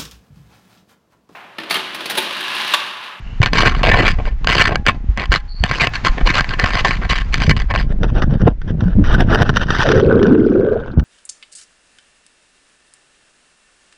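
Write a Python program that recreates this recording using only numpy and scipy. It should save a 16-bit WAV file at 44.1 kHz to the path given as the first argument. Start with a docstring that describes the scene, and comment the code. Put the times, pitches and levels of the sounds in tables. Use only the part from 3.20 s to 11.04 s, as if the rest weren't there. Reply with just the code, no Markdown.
"""Diver entering a lake

Heard through a sealed action camera's housing. As the diver shuffles off a dock, gear scrapes (stick-slip),
knocks and jolts it, over a breeze, a low rumble and a faint valve whistle. Water slaps and sloshes on
the housing, a cloud of ringing bubbles gurgles and fizzes past, and the camera surfaces.
The loudest peaks overload."""
import sys
import numpy as np
from scipy import signal
from scipy.fft import rfft, irfft, next_fast_len
from scipy.io import wavfile
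from scipy.ndimage import uniform_filter1d, minimum_filter1d, map_coordinates

SR = 44100
rng = np.random.default_rng(int(sys.argv[2]) if len(sys.argv) > 2 else 0)


def pcm_store(signal):
    """Save signal as 16-bit PCM."""
    levels = np.round(np.clip(np.atleast_2d(signal), -1, 1) * 32767)
    wavfile.write(sys.argv[1], SR, levels.astype(np.int16).T)


N = 345744
TIME_S = np.arange(N) / SR

# open air through the housing: (frequency [Hz], relative gain [dB])
AIR_COLOUR = [(100, 9.5), (300, -13), (800, 3.5), (2000, 1.5), (3500, -8.5), (7000, -19), (9000, -44.5),
              (16000, -52)]
# open air: (time [s], level [dB])
AIR_LEVELS = [(0, -45), (1.0, -41), (1.16, -49.5), (1.9, -50), (2.3, -53), (2.6, -36), (3.6, -36.5),
              (4.4, -47), (4.75, -55), (5.35, -56.5), (6, -48), (7.84, -65)]
# air valve: (start [s], end [s], initial pitch [Hz], level [dB])
WHISTLES = [(0, 0.204, 2780, -48.5), (2.277, 2.46, 4370, -42.5)]
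# housing sway: (time [s], relative level [dB])
SWAY_LEVELS = [(0.0, -33.5), (0.46, -19.5), (1.0, -19), (1.42, -26), (2.88, -32), (2.99, -26.5),
               (5.0, -17.5), (5.48, -27), (5.92, -14), (6.22, -24), (6.68, -26), (6.97, -34), (7.64, -36),
               (7.84, -31.5)]
# rumble between contacts: (time [s], relative level [dB])
RUMBLE_LEVELS = [(0.0, -38.5), (0.39, -25.5), (0.89, -22), (1.13, -34.5), (1.6, -25), (2.31, -44.5),
                 (2.49, -33), (3.78, -26.5), (4.1, -30.5), (4.15, -27), (4.3, -8.5), (4.49, -38.5),
                 (4.51, -25), (5.29, -12), (5.35, -42), (5.5, -18), (5.68, -14), (5.71, -31), (5.78, -8),
                 (5.91, -23.5), (5.94, -12.5), (6.66, -25), (6.77, -13), (7.75, -31), (7.78, -7),
                 (7.84, -23)]
# jolts of the mount: (time [s], pitch [Hz], envelope peak [dB])
JOLTS = [(.202, 106, 3), (1.887, 50.5, -2), (2.093, 46, -1.5), (2.405, 55, -5), (2.893, 31, -4),
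         (3.028, 29.6, -2), (5.258, 111, 0), (5.273, 300, 0), (5.279, 900, -2), (6.294, 124, -4.5),
         (7.78, 57, -2)]
# big air pockets closing: (time [s], pitch [Hz], envelope peak [dB])
GULPS = [(5.085, 142, -10.5), (5.52, 159, -12), (5.655, 178, -8), (5.772, 204, -4.5), (5.79, 290, -7.5),
         (6.652, 636, -8.5), (7.105, 258.5, -3.5), (7.52, 500, -7)]
# fizz under water: (frequency [Hz], relative gain [dB])
FIZZ_COLOUR = [(400, 1.5), (800, -2.5), (1150, -2), (1550, 1.5), (2100, -24.5), (3400, -26.5),
               (4200, -41.5), (6500, -39), (7300, -51), (16000, -62)]
# foam on the housing: (time [s], level [dB])
FIZZ_LEVELS = [(6.8, -33.5), (6.92, -23), (7.2, -28), (7.27, -38), (7.35, -28.5), (7.55, -31.5),
               (7.72, -36), (7.84, -48)]
# bubbles: (time [s], small relative level [dB], small centre pitch [Hz], large relative level [dB])
BUBBLE_CLOUD = [(6.62, -23, 553, -26), (6.722, -13, 399, -22), (6.962, -11.5, 439.6, -14.5),
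                (7.17, -13.5, 344, -10.5), (7.394, -12, 400, -19), (7.566, -18, 508, -29.5),
                (7.638, -33.5, 440, -40.5), (7.75, -37, 316, -30.5)]
# wet housing: (frequency [Hz], relative gain [dB])
WET_COLOUR = [(150, -6), (350, 0), (900, -6), (1800, -3), (2150, -18), (3200, -16), (4200, -22),
              (5900, -21), (6600, -37), (8000, -47), (16000, -60)]
# wet housing resonances: (centre [Hz], width [Hz], lift [dB])
WET_RESONANCES = [(1500, 300, 6.6), (2930, 720, 7.3), (3660, 210, 6.5), (4800, 150, 4.1), (5740, 220, 3.3)]
# water washing over the housing: (start [s], end [s], mid-band level [dB], hardness [dB])
SLOSHES = [(4.686, 4.73, -43, -1.5), (4.828, 4.853, -32, -3), (4.875, 4.905, -43, 3), (4.945, 5.0, -34, -1),
           (5.014, 5.04, -31, 0), (5.09, 5.16, -40, -2), (5.19, 5.225, -38, 2), (5.265, 5.282, -31, -11),
           (5.472, 5.51, -42, -0.5), (5.59, 5.745, -43.5, -2.5), (5.84, 5.885, -32.5, 3.5),
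           (5.886, 5.955, -25.5, 1), (5.975, 6.028, -27, -2), (6.088, 6.16, -22, 0.5),
           (6.165, 6.232, -24, 1), (6.245, 6.304, -31, 4.5), (6.355, 6.375, -21.5, 8),
           (6.405, 6.44, -27.5, 9), (6.475, 6.58, -25, 9), (6.578, 6.639, -19.5, 13), (6.645, 6.73, -23, 5),
           (6.733, 6.81, -28.5, 2)]
# water striking the housing: (time [s], relative peak [dB])
SLAPS = [(4.833, -4), (5.021, -4), (5.417, -19), (5.607, -14), (5.841, -9), (5.942, -5), (6.007, 3),
         (6.117, -10), (6.147, 0), (6.22, 9.5), (6.293, 2), (6.369, 5), (6.505, 3), (6.689, 0),
         (6.717, 4.5), (7.029, -1.5), (7.067, -9.5), (7.796, -15)]
# dry housing: (frequency [Hz], relative gain [dB])
DRY_COLOUR = [(150, -14), (350, -5), (850, -5), (1100, -2), (2000, -1), (3000, -5), (3800, -12),
              (4900, -10), (5400, -23), (7400, -28), (9000, -42), (11000, -52), (16000, -66)]
# dry housing resonances: (centre [Hz], width [Hz], lift [dB])
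DRY_RESONANCES = [(723, 19, 7), (1078, 81, 8.5), (1586, 84, 6.5), (1780, 27, 10.5), (2010, 65, 5.5),
                  (2268, 66, 6.5), (2950, 170, 3), (4300, 160, 5), (5980, 180, 8.5)]
# metal gear modes: (frequency [Hz], relative level [dB], T60 [s])
GEAR_MODES = [(727, -12, 0.14), (817, -5, 0.64), (1040, -4, 0.29), (1690, 5.5, 0.16), (2570, 6.5, 0.13),
              (3214, -31, .1), (6700, -43, .4)]
# gear scraping the housing: (start [s], end [s], mid-band level [dB], hardness [dB])
SCRAPES = [(.228, .238, -20, 3), (.26, .283, -28, 0), (.333, .378, -20.5, 0.5), (.38, .425, -15.5, 3),
           (.43, .495, -18, -1), (.5, .625, -30, -5), (.632, .86, -16, -6), (.86, .915, -20, 5),
           (.985, 1.012, -41, -16.5), (1.05, 1.11, -34.5, -6.5), (1.275, 1.485, -15, 3),
           (1.49, 1.55, -29, -10.5), (1.666, 1.704, -18, 0), (1.975, 2.045, -29.5, -5),
           (2.118, 2.165, -19, 6), (2.445, 2.505, -29.5, 3), (2.513, 2.59, -27, 3.5),
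           (2.598, 2.655, -18, 3), (2.735, 2.767, -27.5, 5.5), (2.847, 2.884, -18.5, 3.5),
           (2.971, 3.02, -32.5, -11.5), (3.055, 3.111, -19, 3.5), (3.138, 3.2, -19, 3),
           (3.288, 3.345, -28, 1.5), (3.385, 3.45, -26.5, -3), (3.455, 3.61, -21.5, 3),
           (3.645, 3.714, -20, 2), (3.715, 3.775, -32.5, 6.5), (3.815, 3.865, -34, -5),
           (3.891, 3.928, -21, 3.5), (3.94, 4.02, -27.5, 6.5), (4.125, 4.19, -29.5, 4),
           (4.195, 4.272, -26, 5.5), (4.292, 4.32, -27.5, 12), (4.368, 4.42, -29.5, 3),
           (4.5, 4.562, -26.5, -4), (4.575, 4.626, -30.5, 2.5)]
# buckles and hard gear striking the housing: (time [s], relative peak [dB])
KNOCKS = [(0.218, -5), (0.23, -3), (0.26, -1), (0.333, 2), (0.46, -3), (0.48, -2), (0.632, -5.5), (0.88, 0),
          (1.245, -13.5), (1.272, 2), (1.557, -1), (1.665, -1.5), (2.119, -4.5), (2.14, -1), (2.15, -6),
          (2.438, -0.5), (2.513, 1.5), (2.671, 4), (2.849, -4.5), (3.208, -1), (3.244, -10), (3.397, 5.5),
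          (3.441, 3.5), (3.649, 0), (3.709, -3.5), (3.932, -5), (4.142, 0), (4.22, -6), (4.295, -1.5),
          (4.311, 3.5), (4.366, -9), (4.56, -3)]

# body and edge re the mid band; edge_slope in dB per dB of hardness
WET_TOUCH = dict(attack_s=.02, release_s=.014, sag_db=-3.5, body_db=3.5, edge_db=-18, edge_slope=.43)
DRY_TOUCH = dict(attack_s=.0015, release_s=.02, sag_db=-3.5, body_db=-8.3, edge_db=-13, edge_slope=.62)


def undb(db):
    """Decibels to gain."""
    return 10 ** (np.asarray(db) / 20)


def unit(x):
    """Scale to rms 1."""
    return x / np.sqrt(np.mean(x ** 2) + 1e-18)


def running_rms(x, window_s):
    """Rms over a sliding window."""
    return np.sqrt(np.abs(uniform_filter1d(x ** 2, int(window_s * SR))) + 1e-18)


def steady(x, window_s):
    """Even out slow swells; rms 1."""
    return x / running_rms(x, window_s)


def curves(table):
    """Interpolate each column over time."""
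    times_s, *columns = np.transpose(table)
    return [np.interp(TIME_S, times_s, column) for column in columns]


def add(out, start_s, x):
    """Mix x into out from start_s."""
    i = max(int(start_s * SR), 0)
    out[i:i + len(x)] += x[:max(N - i, 0)]


def band(x, lo_hz, hi_hz, order=2):
    """Band-pass filter."""
    return signal.sosfilt(signal.butter(order, [lo_hz, hi_hz], "band", fs=SR, output="sos"), x)


def response(colour, resonances=(), size=4096):
    """Minimum-phase impulse response of a body; peak 1."""
    hz = np.arange(size // 2 + 1) * SR / size
    colour_hz, colour_db = np.transpose(colour)
    db = np.interp(np.log(hz + 1), np.log(colour_hz), colour_db)
    for centre_hz, width_hz, lift_db in resonances:
        db += lift_db / (1 + (2 * (hz - centre_hz) / width_hz) ** 2)
    cepstrum = irfft(np.log(undb(db)))
    cepstrum[1:size // 2] *= 2
    cepstrum[size // 2 + 1:] = 0
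    impulse = irfft(np.exp(rfft(cepstrum)))[:size // 4]
    return impulse / np.abs(impulse).max()


def clicks(n, per_s, spread_db):
    """Random impulses, mostly small, a few large."""
    occurs = rng.random(n) < per_s / SR
    size = np.minimum(rng.standard_exponential(n), 3.5)
    return occurs * undb(spread_db * size) * rng.choice([-1, 1], n)


def wander(x, depth_db, width_hz, hold_s):
    """A moving contact point brings different housing resonances forward in turn."""
    hz, t, cells = signal.stft(x, SR, nperseg=256, noverlap=192)
    grid = np.meshgrid(hz / width_hz, t / hold_s, indexing="ij")
    emphasis = map_coordinates(rng.standard_normal((128, 1024)), grid, order=1, mode="wrap")
    gain = unit(undb(depth_db * emphasis))
    return signal.istft(cells * gain, SR, nperseg=256, noverlap=192)[1][:N]


def stroke(force, housing, db, hard_db, attack_s, release_s, sag_db, body_db, edge_db, edge_slope):
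    """One contact bites, sags and lets go; harder contact has less body, more edge."""
    n = len(force)
    t = TIME_S[:n]
    attack = 1 - np.exp(-t / attack_s)
    release = np.minimum(t[::-1] / release_s, 1) ** 2
    sag = undb(sag_db * np.linspace(0, 1, n))
    ring = signal.fftconvolve(force * attack * sag * release, housing)
    size = next_fast_len(2 * len(ring))
    spectrum = rfft(ring, size)
    hz = np.arange(size // 2 + 1) * SR / size
    low = 1 / (1 + (hz / 900) ** 8)
    high = 1 - 1 / (1 + (hz / 3500) ** 8)
    body, mid, edge = (unit(irfft(spectrum * share, size)[:len(ring)])
                       for share in (low, 1 - low - high, high))
    mix = undb(body_db - hard_db) * body + mid + undb(edge_db + edge_slope * hard_db) * edge
    return undb(db) * np.sqrt(len(ring) / n) * mix


def contacts(table, force, housing, touch, lead_s, linger_s, graze_db, softer_db):
    """Strokes driven by force(n), each inside a lighter graze that leads and lingers."""
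    out = np.zeros(N)
    graze = dict(touch, attack_s=lead_s, release_s=linger_s)
    for start_s, end_s, db, hard_db in table:
        press = force(int((end_s - start_s + .75 * touch["release_s"]) * SR))
        add(out, start_s, stroke(press, housing, db, hard_db, **touch))
        brush = force(int((end_s - start_s + lead_s + linger_s) * SR))
        add(out, start_s - lead_s, stroke(brush, housing, db + graze_db, hard_db - softer_db, **graze))
    return out


def blows(table, housing, chatter_s, chatter_db):
    """Impulses with brief chatter ring the housing."""
    out, t = np.zeros(N), TIME_S[:len(housing)]
    for start_s, db in table:
        force = undb(chatter_db) * rng.standard_normal(len(t)) * np.exp(-t / chatter_s)
        force[0] += 1
        hit = signal.fftconvolve(force, housing)
        add(out, start_s, undb(db) * hit / np.abs(hit).max())
    return out


def air(waver_db=2):
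    """Soft, unsteady wash of breeze and lake."""
    level_db, = curves(AIR_LEVELS)
    waver = unit(band(rng.standard_normal(N), 5.7, 6))
    wash = unit(signal.fftconvolve(rng.standard_normal(N), response(AIR_COLOUR))[:N])
    return undb(level_db + waver_db * waver) * wash


def valve(rise_hz_per_s=500, fade_s=.025):
    """An air valve whistles, thin and fluttering, creeping up in pitch."""
    out = np.zeros(N)
    flutter = unit(band(rng.standard_normal(N), 5, 110))
    for start_s, end_s, hz, db in WHISTLES:
        t = TIME_S[:int((end_s - start_s) * SR)]
        envelope = np.minimum(np.minimum(t, t[::-1]) / fade_s, 1)
        tone = np.sqrt(2) * np.sin(2 * np.pi * (hz + rise_hz_per_s * t / 2) * t)
        add(out, start_s, undb(db) * envelope * tone)
    return out * flutter


def buffeting(contact):
    """Hand, air and water push the housing: slow sway, and lumpy rumble that grows with each contact."""
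    (sway_db,), (rumble_db,) = curves(SWAY_LEVELS), curves(RUMBLE_LEVELS)
    sway = steady(band(rng.standard_normal(N), 13.8, 47, order=3), window_s=.092)
    # (frequency [Hz], relative gain [dB])
    body = response([(45, -11.5), (80, .5), (130, 0), (220, -7), (330, -17.5), (600, -27),
                     (1500, -54.5), (6000, -102.5)])
    lumps = signal.fftconvolve(clicks(N, per_s=200, spread_db=4), body)[:N]
    push = running_rms(band(contact, 200, 880), window_s=.02)
    rumble = np.hypot(undb(rumble_db - .5), push) * steady(lumps, window_s=.11)
    return undb(sway_db + 5) * sway + rumble


def thumps(table, rise_cycles):
    """A jolted mount or closing air pocket: one note swells and dies within cycles."""
    out, t = np.zeros(N), TIME_S[:SR // 3]
    for start_s, hz, db in table:
        age = hz * t / rise_cycles
        add(out, start_s, undb(db) * age * np.exp(1 - age) * np.sin(2 * np.pi * hz * t))
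    return out


def foam():
    """Dense pops and hiss fizz on the submerged housing."""
    level_db, = curves(FIZZ_LEVELS)
    pops = unit(clicks(N, per_s=900, spread_db=9)) + undb(-3) * rng.standard_normal(N)
    fizz = unit(signal.fftconvolve(pops, response(FIZZ_COLOUR, WET_RESONANCES))[:N])
    fade_in = np.clip((TIME_S - 6.76) / .05, 0, 1)
    return fade_in * undb(level_db) * wander(fizz, depth_db=6, width_hz=200, hold_s=.014)


def bubbles(centre_hz, per_s, spread_oct, decay_cycles, glide, scatter_db):
    """Each bubble rings at its own pitch, rising with glide as it dies; rms 1."""
    out, t = np.zeros(N), TIME_S[:SR // 12]
    centre_hz = np.full(N, centre_hz)
    first_s = BUBBLE_CLOUD[0][0]
    span_s = BUBBLE_CLOUD[-1][0] - first_s
    for when, pitch, strength in rng.random((int(per_s * span_s), 3)):
        start_s = first_s + when * span_s
        hz = np.interp(start_s, TIME_S, centre_hz) * 2 ** (spread_oct * (2 * pitch - 1))
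        age = hz * t / decay_cycles
        envelope = np.exp(-age) * (1 - np.exp(-6 * age))
        phase = 2 * np.pi * hz * t * (1 + glide * np.minimum(age, 3))
        add(out, start_s, undb(scatter_db * strength ** 2) * envelope * np.sin(phase) / hz)
    return steady(out + 1e-9 * rng.standard_normal(N), window_s=.069)


def bubble_cloud(tiny_fade_db_per_s=19):
    """Air dragged under by the diver: large and small bubbles gurgle, tiny ones tick."""
    small_db, small_hz, large_db = curves(BUBBLE_CLOUD)
    tiny_db = -37.5 - tiny_fade_db_per_s * np.maximum(TIME_S - BUBBLE_CLOUD[0][0], 0)
    small = bubbles(small_hz, per_s=240, spread_oct=.3, decay_cycles=3.84, glide=.029, scatter_db=10.5)
    large = bubbles(255., per_s=110, spread_oct=.42, decay_cycles=3.9, glide=.03, scatter_db=9)
    tiny = bubbles(3500., per_s=650, spread_oct=.8, decay_cycles=3.5, glide=0, scatter_db=24)
    gurgle = undb(small_db + .5) * small + undb(large_db - 1.3) * large
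    ticks = undb(tiny_db) * band(tiny, 1500, 5700, order=3)
    fade_in = np.clip((TIME_S - 6.63) / .036, 0, 1)
    return fade_in * (gurgle + ticks)


def droplets(n):
    """Force of dense droplets in a sheet of water."""
    return unit(clicks(n, per_s=800, spread_db=6.5)) + undb(-.5) * rng.standard_normal(n)


def splash():
    """Water washes and slaps the housing, which rings lower and duller when wet."""
    housing = response(WET_COLOUR, WET_RESONANCES)
    washing = contacts(SLOSHES, droplets, housing, WET_TOUCH,
                       lead_s=.032, linger_s=.072, graze_db=-14, softer_db=1)
    washing = wander(washing, depth_db=5, width_hz=260, hold_s=.014)
    return washing + undb(-3.5) * blows(SLAPS, housing, chatter_s=.004, chatter_db=-12.5)


def stick_slip(n, per_s=240, scatter_db=7, slip_s=.003, grit_db=5, count=200):
    """Surfaces catch and let go at uneven gaps; each slip is a snap and a short gritty slide."""
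    onsets = np.cumsum(rng.gamma(2, SR / per_s / 2, count)).astype(int)
    onsets -= onsets[0]
    size = undb(scatter_db * (2 * rng.random(count) - 1))
    snaps = np.bincount(onsets[onsets < n], size[onsets < n], n)
    slide = signal.lfilter([1], [1, -np.exp(-1 / (slip_s * SR))], snaps)
    return unit(snaps) + undb(grit_db) * unit(slide * rng.standard_normal(n))


def bounces(start_s=1.975, first_gap_s=.023, shrink=.92, count=5):
    """A loose clasp bounces, each time sooner and weaker: (time [s], relative peak [dB])."""
    k = np.arange(count)
    gaps_s = first_gap_s * shrink ** k
    return list(zip(start_s + np.cumsum(gaps_s) - gaps_s, -9 - 2 * k))


def gear():
    """Straps and buckles scrape and knock the dry housing; metal parts ring on faintly."""
    housing = response(DRY_COLOUR, DRY_RESONANCES)
    scraping = contacts(SCRAPES, stick_slip, housing, DRY_TOUCH,
                        lead_s=.017, linger_s=.08, graze_db=-16.5, softer_db=3.5)
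    scraping = wander(scraping, depth_db=4.5, width_hz=330, hold_s=.02)
    knocking = blows(list(KNOCKS) + bounces(), housing, chatter_s=.0015, chatter_db=-9)
    direct = scraping + undb(2) * knocking
    t = TIME_S[:SR // 2]
    ring = sum(undb(db - 60 * t / t60_s) * np.sin(2 * np.pi * hz * t) for hz, db, t60_s in GEAR_MODES)
    return direct + undb(-62.5) * signal.fftconvolve(direct, ring)[:N]


def scene():
    """All sources reach one microphone through the housing."""
    contact = gear() + splash()
    jolts = thumps(JOLTS, rise_cycles=.38)
    gulps = thumps(GULPS, rise_cycles=2.35)
    return (contact + jolts + gulps + buffeting(contact) + bubble_cloud() + foam() + air() + valve())[None]


def record(dry):
    """A fast limiter ducks overloads, remaining peaks clip, and a low-pass cuts the top."""
    hold, ceiling, top_hz = int(.0012 * SR), 1.065, 16000
    gain = ceiling / np.maximum(np.abs(dry), ceiling)
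    gain = uniform_filter1d(minimum_filter1d(gain, hold), hold)
    lowpass = signal.ellip(8, .2, 70, top_hz, fs=SR, output="sos")
    return signal.sosfilt(lowpass, np.clip(dry * gain, -1, 1))


dry = scene()
out = record(dry)
pcm_store(out)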